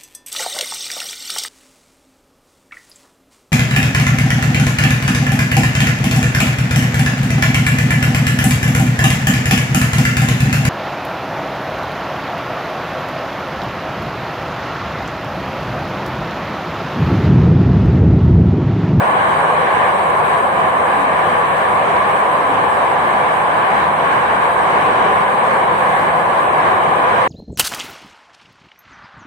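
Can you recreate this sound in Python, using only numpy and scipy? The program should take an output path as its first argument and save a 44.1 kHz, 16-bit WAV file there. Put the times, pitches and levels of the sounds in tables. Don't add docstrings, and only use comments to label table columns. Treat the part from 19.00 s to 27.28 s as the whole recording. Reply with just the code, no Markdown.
import sys
import numpy as np
from scipy import signal
from scipy.fft import rfft, irfft, next_fast_len
from scipy.io import wavfile
from scipy.ndimage import uniform_filter1d, map_coordinates

SR = 44100
rng = np.random.default_rng(int(sys.argv[2]) if len(sys.argv) > 2 else 0)


def unload_audio(sound):
    columns = np.transpose(np.atleast_2d(sound))
    steps = np.round(np.clip(columns, -1, 1) * 32767)
    wavfile.write(sys.argv[1], SR, steps.astype(np.int16))


def gain_from_db(level_db):
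    decades = np.asarray(level_db, float) / 20
    return 10 ** decades


N = 365059


def unit(x):
    return x / np.sqrt(np.mean(x ** 2) + 1e-20)


def along(points, hz):
    point_hz, value = np.transpose(points)
    return np.interp(np.log(hz + 1), np.log(point_hz + 1), value)


def curves(rows):
    point_s, *columns = np.transpose(rows)
    return [np.interp(np.arange(N) / SR, point_s, column) for column in columns]


def wobble(rate):
    knots = rng.standard_normal(int(N * rate / SR) + 4)
    return map_coordinates(knots, [np.arange(N) * rate / SR])


def filtered(x, response):
    size = next_fast_len(N + 8192)
    return irfft(rfft(x, size) * response(np.fft.rfftfreq(size, 1 / SR)), size)[..., :N]


SPACING_M, SOUND_SPEED_M_S = 0.17, 343


def diffuse(spectrum, patchy_db):
    pair = rng.standard_normal((2, N))
    if patchy_db:
        z = signal.stft(pair, nperseg=512)[2]
        field = uniform_filter1d(rng.standard_normal(z.shape[1:]), size=5, axis=0)
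        field = uniform_filter1d(field, size=12, axis=1)
        pair = signal.istft(z * gain_from_db(patchy_db * unit(field)), nperseg=512)[1][:, :N]

    def mid_side_response(hz):
        alike = .95 * np.sinc(2 * hz * SPACING_M / SOUND_SPEED_M_S) * np.clip(hz / 55, 0, 1)
        side_share = np.sqrt((1 - alike) / (1 + alike))
        return gain_from_db(along(spectrum, hz)) * [np.ones_like(hz), side_share]

    mid, side = filtered(pair, mid_side_response)
    return np.array([mid + side, mid - side]) / np.std(mid)


# time_s, level_db
ROAR_LEVEL = [(0.0, -18.5), (0.04, -16.5), (2.33, -16.5), (2.51, -17.5), (2.83, -16.5), (5.0, -17),
              (6.23, -16), (6.25, -17), (6.48, -16.5), (6.73, -15.5), (6.78, -18), (6.8, -16.5),
              (8.21, -16), (8.28, -18)]
# pitch_hz, density_db
FLOOR_SPECTRUM = [(12, -56), (20, -49), (75, -4.5), (162, -2), (206, -1.5), (256, -3), (420, 1.5),
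                  (550, -29.5), (920, -120)]
# pitch_hz, density_db
RAIL_SPECTRUM = [(250, -46.5), (420, -9.5), (455, -9), (493, -3.5), (593, -4.5), (788, 0), (916, -3),
                 (1020, 1.1), (1140, -1.5), (1300, -13), (1690, -44), (2860, -120)]
# pitch_hz, density_db
WHEEL_SPECTRUM = [(760, -27), (1300, -14), (1360, -3), (1700, 0.5), (1920, -6.5), (2300, -6.5),
                  (2680, -14.5), (3000, -13.5), (3550, -22), (3980, -22), (4250, -29.5), (4730, -30),
                  (5020, -37), (5350, -34.5), (7300, -37.5), (9490, -50), (16100, -120)]
RUMBLE_DB, RUMBLE_GROWS, RING_DB, RING_GROWS = -14, 1.3, -9, 0.6


def rolling():
    roar_db, = curves(ROAR_LEVEL)
    mean_db = roar_db.mean()
    swing_db = roar_db - mean_db
    track = wobble(8.1)
    rumble_db = mean_db + RUMBLE_DB + RUMBLE_GROWS * swing_db + 0.6 * wobble(5)
    ring_db = mean_db + RING_DB + RING_GROWS * swing_db + 0.16 * wobble(5.4)
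    rumble = gain_from_db(rumble_db + 0.69 * track) * diffuse(FLOOR_SPECTRUM, patchy_db=0.85)
    roar = gain_from_db(roar_db + 0.22 * track) * diffuse(RAIL_SPECTRUM, patchy_db=0)
    ring = gain_from_db(ring_db + 1.0 * track) * diffuse(WHEEL_SPECTRUM, patchy_db=1.0)
    return rumble + roar + ring


# pitch_hz, width_hz, level_db
PANEL_RINGS = [(490, 25, -37.5), (556.5, 11.4, -39), (687, 8.1, -37), (997.6, 25, -31.5),
               (1072.5, 10, -39.5), (1725, 56, -42.5)]
# peak_s, pitch_hz, length_s, level_db
TRACK_DIPS = [
    (0.548, 490, 0.22, -30),
    (2.0, 278, .2, -33.5),
    (3.525, 280, 0.17, -29),
    (5.55, 70, 0.43, -45),
    (6.05, 406, .35, -32),
    (6.4, 250, .3, -39),
    (6.6, 520, 0.22, -27),
    (7.62, 370, 0.51, -34),
    (7.748, 775, 0.27, -30),
    (7.9, 153, 0.39, -37),
]
DIP_WIDTH = 0.19


def car_body():
    white = diffuse([(20, 0), (22000, 0)], patchy_db=0)
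    hz, t, z = signal.stft(white, SR, nperseg=4096)

    def bell(x, centre, width):
        return np.exp(-(2 * (x - centre) / width) ** 2)

    def band(centre, width, db):
        density = gain_from_db(2 * db) * SR / (width * np.sqrt(np.pi))
        return density * bell(hz, centre, width)[:, None]

    def sway():
        return gain_from_db(2.3 * np.interp(t, np.arange(N) / SR, wobble(1.47)))

    power = sum(band(centre, width, db) * sway() for centre, width, db in PANEL_RINGS)
    for peak_s, centre, length_s, db in TRACK_DIPS:
        power = power + band(centre, DIP_WIDTH * centre, db) * bell(t, peak_s, length_s)
    return signal.istft(z * np.sqrt(power), SR, nperseg=4096)[1][:, :N]


# time_s, level_db
HISS_LEVEL = [(0.0, -49.5), (0.53, -45), (0.64, -48.5), (1.2, -48.5), (1.29, -45), (1.52, -50),
              (1.54, -48.5), (5.07, -50), (5.37, -48), (7.91, -50), (8.19, -50.5), (8.28, -48)]
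# start_s, peak_db
LEAF_TICKS = [
    (1.2486, -37),
    (1.922, -43),
    (2.5794, -44),
]
# pitch_hz, density_db
SEAL_SPECTRUM = [(4290, -41), (7300, -11), (7870, -1.5), (8560, 0), (10000, -7.5), (13000, -43),
                 (22000, -120)]
# pitch_hz, density_db
FIZZ_SPECTRUM = [(5880, -21), (10000, -6), (11200, -2.5), (12600, -4), (13400, -8), (14000, -12)]
FIZZ_DB, FIZZ_GROWS = -8, .4


def seals():
    hiss_db, = curves(HISS_LEVEL)
    mean_db = hiss_db.mean()
    fizz_db = mean_db + FIZZ_DB + FIZZ_GROWS * (hiss_db - mean_db)
    flutter = 0.78 * wobble(5.5) + 0.52 * wobble(15) + 0.59 * wobble(30)
    t = np.arange(N) / SR
    ticks = sum(gain_from_db(db - 13 - 60 * np.abs(t - s) / .06) * (t > s) for s, db in LEAF_TICKS)
    hiss = gain_from_db(hiss_db + flutter) * diffuse(SEAL_SPECTRUM, patchy_db=1.0)
    fizz = (gain_from_db(fizz_db + .9 * flutter) + ticks) * diffuse(FIZZ_SPECTRUM, patchy_db=1.2)
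    return hiss + fizz


def tone(hz, drift, swell_db):
    phase = 2 * np.pi * np.cumsum(hz) / SR + drift * wobble(8)
    return np.sqrt(2) * gain_from_db(swell_db * wobble(5)) * np.sin(phase)


# time_s, level_db
FAN_LOAD = [
    (0, -2.5),
    (.5, -4.5),
    (1.3, 1.5),
    (2.5, -1),
    (3.5, -4),
    (4.5, -2.5),
    (5.4, -2.5),
    (6.4, 3.5),
    (7.4, -2.5),
    (8.28, 2.5),
]
GEAR_HZ, GEAR_DB, BEAT_S, BEAT_PEAK_S, BEAT_DEPTH = 157.7, -41, 2.25, 0.38, 0.28
HUM_HZ, HUM_DB, HUNT_S, HUNT_START_S, HUNT_HZ = 198.8, -40, 5.21, 1.384, 1.407


def machinery():
    t = np.arange(N) / SR
    beat = 1 + BEAT_DEPTH * np.cos(2 * np.pi * (t - BEAT_PEAK_S) / BEAT_S)
    gear = gain_from_db(GEAR_DB) * beat * tone(np.full(N, GEAR_HZ), drift=0.42, swell_db=2.2)
    hunt_hz = HUM_HZ + HUNT_HZ * np.cos(2 * np.pi * (t - HUNT_START_S) / HUNT_S)
    load_db, = curves(FAN_LOAD)
    return gear + gain_from_db(HUM_DB + load_db) * tone(hunt_hz, drift=0.6, swell_db=1.5)


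def scene():
    return rolling() + car_body() + seals() + machinery()


# pitch_hz, level_db
MIC_TILT = [(60, 5), (110, 5.5), (200, 5.5), (370, 4.5), (670, -1), (1220, 0.5), (2230, 0), (4070, 0.5),
            (7430, 0), (13600, 9)]
CEILING, KNEE = 0.8, 7.6


def microphones(dry):
    x = filtered(dry, lambda hz: gain_from_db(np.outer([.5, -.5], along(MIC_TILT, hz))))
    return x / (1 + np.abs(x / CEILING) ** KNEE) ** (1 / KNEE)


# pitch_hz, level_db
PATCH_THRESHOLD = [(3900, -14), (4250, -3), (4700, -3), (5000, .5), (5300, -1.5), (7300, -2), (7900, -9),
                   (9600, -8), (10400, -3.5), (13200, -3), (14000, -2)]
THRESHOLD_UNREST_DB, SHUT_DB = 2.5, -40
EDGE_HZ, EDGE_STEP_HZ, EDGE_RATE = 14290, 345, 16
FRAME, FRAME_START = 1024, 612


def thinned(x):
    window = signal.windows.kaiser_bessel_derived(2 * FRAME, 4 * np.pi)
    lead = FRAME - FRAME_START
    sum_gap = np.pad([x[0] + x[1], x[0] - x[1]], [(0, 0), (lead, 0)])
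    hz, t, z = signal.stft(sum_gap, SR, window, 2 * FRAME)

    def patch(v):
        return uniform_filter1d(v, size=9, axis=1)

    power = np.abs(patch(np.abs(z) ** 2))
    running = uniform_filter1d(uniform_filter1d(power, size=9, axis=2), size=15, axis=1)
    unrest_db = THRESHOLD_UNREST_DB * unit(patch(rng.standard_normal(z.shape)))
    threshold_db = along(PATCH_THRESHOLD, hz)[:, None] + unrest_db
    shut = (power < gain_from_db(2 * threshold_db) * running) & (hz[:, None] > PATCH_THRESHOLD[0][0])
    edge_wobble = np.interp(t, np.arange(N) / SR, wobble(EDGE_RATE))
    steps = np.clip(np.round(1.3 * edge_wobble), 0, 3)
    shut = shut | (hz[:, None] > EDGE_HZ - EDGE_STEP_HZ * steps)
    z = z * np.where(shut, gain_from_db(SHUT_DB), 1)
    total, gap = signal.istft(z, SR, window, 2 * FRAME)[1][:, lead:lead + N]
    return np.array([total + gap, total - gap]) / 2


def roll_off(x):
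    return signal.sosfilt(signal.butter(12, 14290, fs=SR, output="sos"), x)


def record(dry):
    mix = thinned(microphones(dry))
    return roll_off(mix)


dry = scene()
out = record(dry)
unload_audio(out)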